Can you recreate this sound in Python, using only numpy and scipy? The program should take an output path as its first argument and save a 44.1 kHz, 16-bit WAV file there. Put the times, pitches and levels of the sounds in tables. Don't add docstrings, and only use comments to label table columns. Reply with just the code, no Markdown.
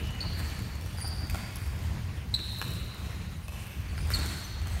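import sys
import numpy as np
from scipy import signal
from scipy.fft import rfft, irfft
from scipy.io import wavfile
from scipy.ndimage import uniform_filter1d

SR = 44100
rng = np.random.default_rng(int(sys.argv[2]) if len(sys.argv) > 2 else 0)


def master_out(mix):
    frames = np.transpose(np.atleast_2d(mix))
    ceiling = np.clip(frames, -1, 1)
    pcm = np.round(ceiling * 32767).astype(np.int16)
    wavfile.write(sys.argv[1], SR, pcm)


def field_ratio(decibels):
    return 10 ** (np.asarray(decibels, dtype=float) / 20)


N = 211672
LEAD = SR


def evened(x):
    return x / np.sqrt(np.mean(x ** 2) + 1e-20)


def read(points, hz):
    f, value = np.transpose(points)
    return np.interp(np.log(hz + 1), np.log(f + 1), value)


def add(track, s, sound):
    part = track[LEAD + round(s * SR):][:len(sound)]
    part += sound[:len(part)]


def noise(spectrum, patchy_db, size):
    hz = np.fft.rfftfreq(size, 1 / SR)
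    a, b, patches = rng.standard_normal((4 * N // size + 5, len(hz), 3)).T
    patches = uniform_filter1d(patches, 10, axis=0)
    patches = evened(uniform_filter1d(patches, 10, axis=1))
    z = (a + 1j * b) * field_ratio(read(spectrum, hz)[:, None] + patchy_db * patches)
    sound = signal.istft(z, nperseg=size, noverlap=3 * size // 4)[1]
    return evened(sound[:N])


def swells(rest_db, middle, length, db):
    slow = np.arange(0, N / SR + 1, 1 / 200)
    bells = field_ratio(db) * np.exp(-(2 * (slow[:, None] - middle) / length) ** 2)
    level = np.sqrt(field_ratio(rest_db) ** 2 + (bells ** 2).sum(1))
    return np.interp(np.arange(N) / SR, slow, level)


# (frequency [Hz], level [dB])
AIR = [(11, -51), (18, -26), (50, -22), (65, -11), (110, -120)]


def ventilation():
    return field_ratio(-48.5) * noise(AIR, patchy_db=4, size=2048)


# (time [s], level [dB])
PLAY_EFFORT = [(0.0, -44.5), (0.53, -44.5), (0.76, -49), (1.01, -47.5), (1.39, -48), (1.92, -47),
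               (2.22, -48.5), (2.79, -50), (3.15, -48), (3.3, -49), (3.54, -54), (3.69, -51.5),
               (3.94, -47.5), (4.24, -41.5), (4.48, -50.5), (4.8, -45.5)]
# (frequency [Hz], level [dB])
PLAY_COLOUR = [(150, -35), (250, -1.5), (350, -6.5), (383, -7), (409, -6.5), (550, -12.5), (595, -11.5),
               (1050, -10.5), (1210, -12.5), (1930, -10.5), (5500, -21.5), (7150, -23.5), (12100, -120)]


def distant_play():
    effort_db = np.interp(np.arange(N) / SR, *np.transpose(PLAY_EFFORT))
    return field_ratio(effort_db - 1) * noise(PLAY_COLOUR, patchy_db=2, size=512)


# (middle [s], length [s], boom level [dB], thud level [dB])
STEPS = [(0.062, 0.097, -30.5, -36.5), (0.285, 0.23, -34, -42.5), (0.452, 0.28, -36, -46),
         (0.654, 0.15, -37, -42), (1.05, 0.9, -40.5, -47), (1.33, 0.37, -34.5, -46.5),
         (1.726, 0.29, -36, -64), (1.957, 0.48, -36, -40.5), (2.343, 0.063, -32.5, -42),
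         (2.723, 0.37, -65, -39.5), (3.056, 0.075, -36.5, -44.5), (3.276, 0.19, -52, -41.5),
         (3.563, 0.13, -38, -63), (3.792, 0.068, -35, -44.5), (4.106, 0.39, -32.5, -41),
         (4.35, 0.068, -46, -41), (4.684, 0.22, -32, -71)]
# (frequency [Hz], level [dB])
BOOM = [(26, -54), (45, -7.5), (81, 2), (170, -27), (220, -25.5), (370, -120)]
# (frequency [Hz], level [dB])
THUD = [(59, -33), (100, 5), (134, -1.5), (192, -2), (242, -17), (329, -27), (500, -33.5), (650, -23),
        (1100, -120)]


def running_steps():
    middle, length, boom_db, thud_db = np.transpose(STEPS)
    boom = swells(-39, middle, length, boom_db) * noise(BOOM, patchy_db=-0.43, size=4096)
    thud = swells(-46, middle, length, thud_db) * noise(THUD, patchy_db=0.05, size=2048)
    return boom + thud


# (middle [s], length [s], level [dB])
SCUFFS = [(0.01, .2, -65), (0.447, 0.46, -60), (0.945, 0.37, -64), (1.18, 0.21, -68), (1.547, 0.56, -61),
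          (2.55, 0.38, -55.5), (2.78, 0.27, -59), (3.63, 0.11, -58), (3.959, 0.44, -77), (4.252, 0.49, -54),
          (4.716, 0.21, -66)]
# (frequency [Hz], level [dB])
HISS = [(2650, -68), (4500, -8.5), (7580, -6.5), (9020, -0.5), (10500, -17.5), (13600, -38), (22000, -120)]
# (frequency [Hz], level [dB])
GRIT = [(6180, -22), (10500, -0.5), (11900, -3), (15300, -6)]


def scuffing():
    middle, length, db = np.transpose(SCUFFS)
    grit_db = -60 + 0.56 * (db - db.mean())
    hiss = swells(-65.5, middle, length, db) * noise(HISS, patchy_db=3, size=256)
    grit = swells(-60.5, middle, length, grit_db) * noise(GRIT, patchy_db=2.5, size=256)
    return hiss + grit


# (frequency [Hz], time to fall 60 dB [s])
HALL = [(300, 1.7), (1000, 1.5), (2500, 2.56), (4500, 2.29), (8000, 0.98), (13000, 0.59)]


def hall(x, count=3):
    fill_s = 0.049
    hz, t, z = signal.stft(rng.standard_normal((count, 2 * SR)), SR, nperseg=256)
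    fill = np.minimum(t / fill_s, 1) ** 2
    decay = field_ratio(-60 * t / read(HALL, hz)[:, None])
    tails = signal.istft(z * fill * decay, SR, nperseg=256)[1]
    which = (np.arange(len(x)) // 3000) % count
    wet = np.zeros(len(x))
    for k, tail in enumerate(tails):
        wet += signal.fftconvolve(x * (which == k), tail / np.linalg.norm(tail))[:len(x)]
    return wet


def echoes(x, walls):
    taps = np.zeros(SR // 8)
    taps[0] = 1
    for s, db in walls:
        taps[round(s * SR)] = field_ratio(db)
    return signal.oaconvolve(x, taps)[:len(x)]


# (delay [s], level [dB])
FAR_ECHOES = [(.0072, 0.5), (.016, -8), (0.0216, -3), (.029, -9), (.052, -33), (.075, -17)]
# (delay [s], level [dB])
MID_ECHOES = [(.0065, -15), (0.0102, -4.5), (0.027, -13.5), (0.035, -39.5)]
# (delay [s], level [dB])
CORNER_ECHOES = [(.0037, 0.3), (.0076, -0.5), (.013, -13), (.0168, -11), (.0222, -6), (.028, -16)]


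def early_echoes(far, mid, corner):
    return echoes(far, FAR_ECHOES) + echoes(mid, MID_ECHOES) + echoes(corner, CORNER_ECHOES)


# (multiple of body pitch [1], level [dB], time to fall 60 dB [s])
BODY = [(1.004, -2.5, 0.023), (0.532, -6, 0.015), (1.78, -21, 0.029), (2.02, -7, 0.003)]
# (frequency [Hz], level [dB])
TICK = [(1500, -8), (5000, -10.5), (8000, -1.5), (10500, -1.5), (13000, 1), (15800, -8), (17000, -12)]


def knock(tick_db, hz, body_db, tilt_db):
    tick_t60, thud_t60, sweep_s, rise_s = 0.008, 0.017, 0.0022, 0.00048
    t = np.arange(1500) / SR
    f = np.fft.rfftfreq(len(t), 1 / SR)
    spray, rattle = rng.standard_normal((2, len(t)))

    contact = 4.8 * np.exp(-2j * np.pi * sweep_s * (f - f ** 2 / SR))
    bright = field_ratio(read(TICK, f) + tilt_db * np.log2(f / 9000 + 0.45))
    spray = spray * field_ratio(-60 * t / tick_t60)
    spray = irfft((rfft(spray) + contact) * bright, len(t))
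    tick = field_ratio(tick_db - 4) * spray / abs(spray).max()

    broad = np.exp(-(np.log2(f / hz + 0.017) / 1.14) ** 2)
    rattle = irfft(rfft(rattle) * broad, len(t))
    thud = field_ratio(body_db - 2 - 60 * t / thud_t60) * evened(rattle)

    body = np.zeros(len(t))
    for k, db, t60 in BODY:
        body += field_ratio(body_db + db - 60 * t / t60) * np.sin(2 * np.pi * k * hz * t)
    rise = np.minimum(t / rise_s, 1)
    facing = tick + (thud + body) * rise
    all_round = tick + (thud + 0.43 * body) * rise
    return facing, all_round


# (time [s], tick peak level [dB], body pitch [Hz], body level [dB], hall level [dB])
KNOCKS = [(0.3934, -28, 930, -53, 3), (0.4, -29.5, 1470, -37, 1), (0.4991, -34, 936, -61, 3),
          (0.592, -28, 960, -52, 0.5), (0.7537, -33, 810, -46, -6), (1.0447, -55, 800, -34.5, -1),
          (1.3461, -30.5, 1380, -31, -2), (2.9819, -40.5, 610, -48, 12), (3.482, -28.5, 644, -37.5, 5.5),
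          (3.5213, -38.5, 1368, -46, 10.5), (3.979, -36, 1400, -35.5, -14), (4.1891, -24.5, 1540, -40, 2.5),
          (4.2605, -25, 1390, -46, 6), (4.616, -39, 1320, -38, 3)]
# (time [s], tick peak level [dB], body pitch [Hz], body level [dB], hall level [dB])
STICKS = [(0.042, -54, 2360, -42, -3), (0.1073, -31.5, 2570, -50, -18), (0.8119, -34.5, 2350, -44.5, 3.5),
          (0.8613, -32.5, 945, -44, 1), (0.9294, -60, 620, -43, -4), (0.9847, -37, 830, -36.5, 2),
          (1.2087, -40, 735, -38, -7), (1.2697, -34, 870, -40, 9.5), (1.2978, -26, 2550, -34, 2.5),
          (1.6638, -37, 670, -41, -19), (1.7424, -52, 1983, -51.5, 17), (1.7903, -33, 677, -42.5, 9.5),
          (2.391, -37, 2400, -36, 1.5), (2.6149, -25, 1700, -22.5, -4), (3.1074, -37, 1850, -46.5, 5),
          (4.0731, -33, 2150, -67, 15.5), (4.123, -36, 3030, -38, 3), (4.148, -20, 1370, -32, -14),
          (4.6714, -30, 735, -39.5, 5.5)]
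# (time [s], tick peak level [dB], body pitch [Hz], body level [dB], hall level [dB])
EDGES = [(0.0714, -39.5, 2600, -40, -17), (0.152, -40, 2866, -59, -3), (0.3339, -39.5, 1700, -45.5, 15),
         (0.6203, -41, 623, -59, -13), (1.004, -33, 1950, -38, -15), (1.076, -30, 1090, -45, -7),
         (1.6215, -47, 985, -51, 14.5), (2.5301, -42, 770, -39.5, 5), (2.588, -28, 685, -48, 4),
         (2.682, -30.5, 1650, -51, -2), (2.7064, -30, 1690, -53, -9), (2.7364, -33, 1640, -64, -7),
         (2.9459, -32.5, 1060, -42, 7), (3.6682, -33.5, 2480, -49, 6.5), (3.8055, -35, 627, -56, -13),
         (4.1035, -23, 1410, -28, -3.5), (4.118, -30, 2270, -32, -7)]
# (time [s], tick peak level [dB], body pitch [Hz], body level [dB], hall level [dB])
HEELS = [(0.2124, -48, 455, -41, -10), (0.398, -32, 285, -37.5, -3), (1.3458, -20, 499, -45, -5),
         (1.8183, -35, 231, -38.5, -7), (2.6145, -27, 190, -55, 4.5), (3.5608, -58, 600, -49, -9),
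         (4.1041, -37, 416, -36, 9.5), (4.1894, -47, 231, -55, -12), (4.3394, -34, 231, -66, 7.5)]
# (time [s], tick peak level [dB])
TIPS = [
    (.6220, -39),
    (1.3005, -27.5),
    (1.5575, -25.5),
    (4.259, -32),
    (4.4, -38),
]
# (body pitch [Hz], body level [dB], hall level [dB])
TIP_BODY = (2300, -60, -1.6)
TILTS = [-9, -5, 4, -15, 5]


def hits(mid, sent):
    tips = [(s, db, *TIP_BODY) for s, db in TIPS]
    for rows, tilt_db in zip((KNOCKS, STICKS, EDGES, HEELS, tips), TILTS):
        for s, tick_db, hz, body_db, hall_db in rows:
            facing, all_round = knock(tick_db, hz, body_db, tilt_db)
            add(mid, s, facing)
            add(sent, s, field_ratio(hall_db + 5.5) * all_round)


def slip(hz0, hz1, length, octave_db):
    wobble, chatter = 0.019, 0.17
    u = np.arange(round(length * SR)) / (length * SR)
    jitter, grip = uniform_filter1d(rng.standard_normal((2, 12000)), 40)[:, :len(u)] * 6
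    hz = (hz1 + (hz0 - hz1) * (1 - u) ** 1.7) * (1 + wobble * jitter)
    turn = 2 * np.pi * np.cumsum(hz) / SR

    tone = np.sin(turn) + field_ratio(octave_db) * np.sin(2 * turn)
    overtones = (hz < 5200) * np.sin(3 * turn) + (hz < 3950) * np.sin(4 * turn)
    tone += field_ratio(-27) * overtones
    edge = np.minimum(np.minimum(u, 1 - u) * length / 0.001, 1)
    tone *= edge * (1 + chatter * grip)

    grab_s = 0.00045 * (1 + (length / 0.0074) ** 2)
    grab = tone * np.exp(-0.5 * ((u - 0.5) * length / grab_s) ** 2)
    return tone, grab * np.linalg.norm(tone) / np.linalg.norm(grab)


# (time [s], level [dB], start pitch [Hz], length [s], octave level [dB])
FAR_SLIPS = [
    (-.14, -39, 2890, 0.007, -18),
    (0.2052, -30, 4465, 0.006, -19),
    (3.886, -50, 4564, 0.0056, -35),
    (4.009, -49, 4950, 0.005, 1),
]
# (time [s], level [dB], start pitch [Hz], length [s], octave level [dB])
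MID_SLIPS = [
    (1.010, -44.5, 4980, 0.02, 6),
    (1.06, -51, 5400, 0.018, -20),
    (1.06, -40.5, 5030, 0.023, -4),
    (4.136, -24, 4593, 0.013, -17),
]
# (time [s], level [dB], start pitch [Hz], length [s], octave level [dB])
SKIDS = [
    (1.558, -44.5, 6070, 0.0035, 9.5),
    (3.431, -61, 5710, 0.021, 5),
    (3.9745, -47, 5340, 0.014, -6),
    (4.05, -55, 5400, 0.005, 1),
    (4.1503, -43.5, 4367, 0.03, -2),
]
# (time [s], level [dB], start pitch [Hz], length [s], octave level [dB])
HIDDEN = [(.209, -41, 4450, 0.0055, -22), (0.9721, -47.5, 4996, 0.028, -3.5), (1.032, -49, 5400, .006, -20),
          (1.042, -41.5, 4960, 0.013, -6.5), (1.075, -45, 5280, 0.0056, -18), (1.106, -43, 4890, 0.01, -22),
          (3.554, -47, 2795, 0.007, -22), (3.591, -48, 2880, 0.0055, -22), (4.166, -39, 3996, 0.0068, -14),
          (4.145, -43, 4800, 0.0067, -15)]
# (time [s], level [dB], start pitch [Hz], length [s], octave level [dB])
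DRAGS = [
    (-.031, -52.5, 3039, .254, -27),
    (.813, -58, 5700, .012, -21),
    (0.856, -54, 5950, .012, -21),
    (3.482, -43.5, 2696, 0.0075, -25),
    (4.11, -40, 5810, .004, -21),
    (4.44, -46, 6200, .016, -8),
]
# (time [s], level [dB], start pitch [Hz], length [s], octave level [dB])
CORNER = [
    (2.34, -19.5, 3957, .0042, -18.5),
]
# (share of pitch lost [1], hall level [dB])
SAGS = [(0.021, 4), (.075, -4), (.18, 1.5), (.071, 7.5), (0.051, 1), (-0.031, 1.5)]


def slips(far, mid, corner, sent):
    places = (far, mid, mid, mid, mid, corner)
    kinds = (FAR_SLIPS, MID_SLIPS, SKIDS, HIDDEN, DRAGS, CORNER)
    for place, rows, (sag, hall_db) in zip(places, kinds, SAGS):
        for s, db, hz, length, octave_db in rows:
            facing, all_round = slip(hz, hz * (1 - sag), length, octave_db)
            add(place, s, field_ratio(db) * facing)
            add(sent, s, field_ratio(db + hall_db) * all_round)


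def scene():
    far, mid, corner, sent = np.zeros((4, LEAD + N))
    slips(far, mid, corner, sent)
    hits(mid, sent)
    players = early_echoes(far, mid, corner) + field_ratio(-4) * hall(sent)
    background = ventilation() + distant_play() + running_steps() + scuffing()
    return (players[LEAD:] + background)[None]


def band_limit(x):
    return signal.sosfilt(signal.butter(12, 16660, fs=SR, output="sos"), x)


# (frequency [Hz], width [Hz], level [dB])
PORT_NOTCH = (10600, 600, -4)


def record(dry):
    hz = np.fft.rfftfreq(N, 1 / SR)
    notch_hz, width, notch_db = PORT_NOTCH
    notch = field_ratio(notch_db * np.exp(-((hz - notch_hz) / width) ** 2))
    heard = irfft(rfft(dry) * notch, N)
    lowpass = signal.firwin(511, 15800, window=("kaiser", 9), fs=SR)
    heard = signal.oaconvolve(heard, lowpass[None], "same")
    return band_limit(heard)


dry = scene()
out = record(dry)
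master_out(out)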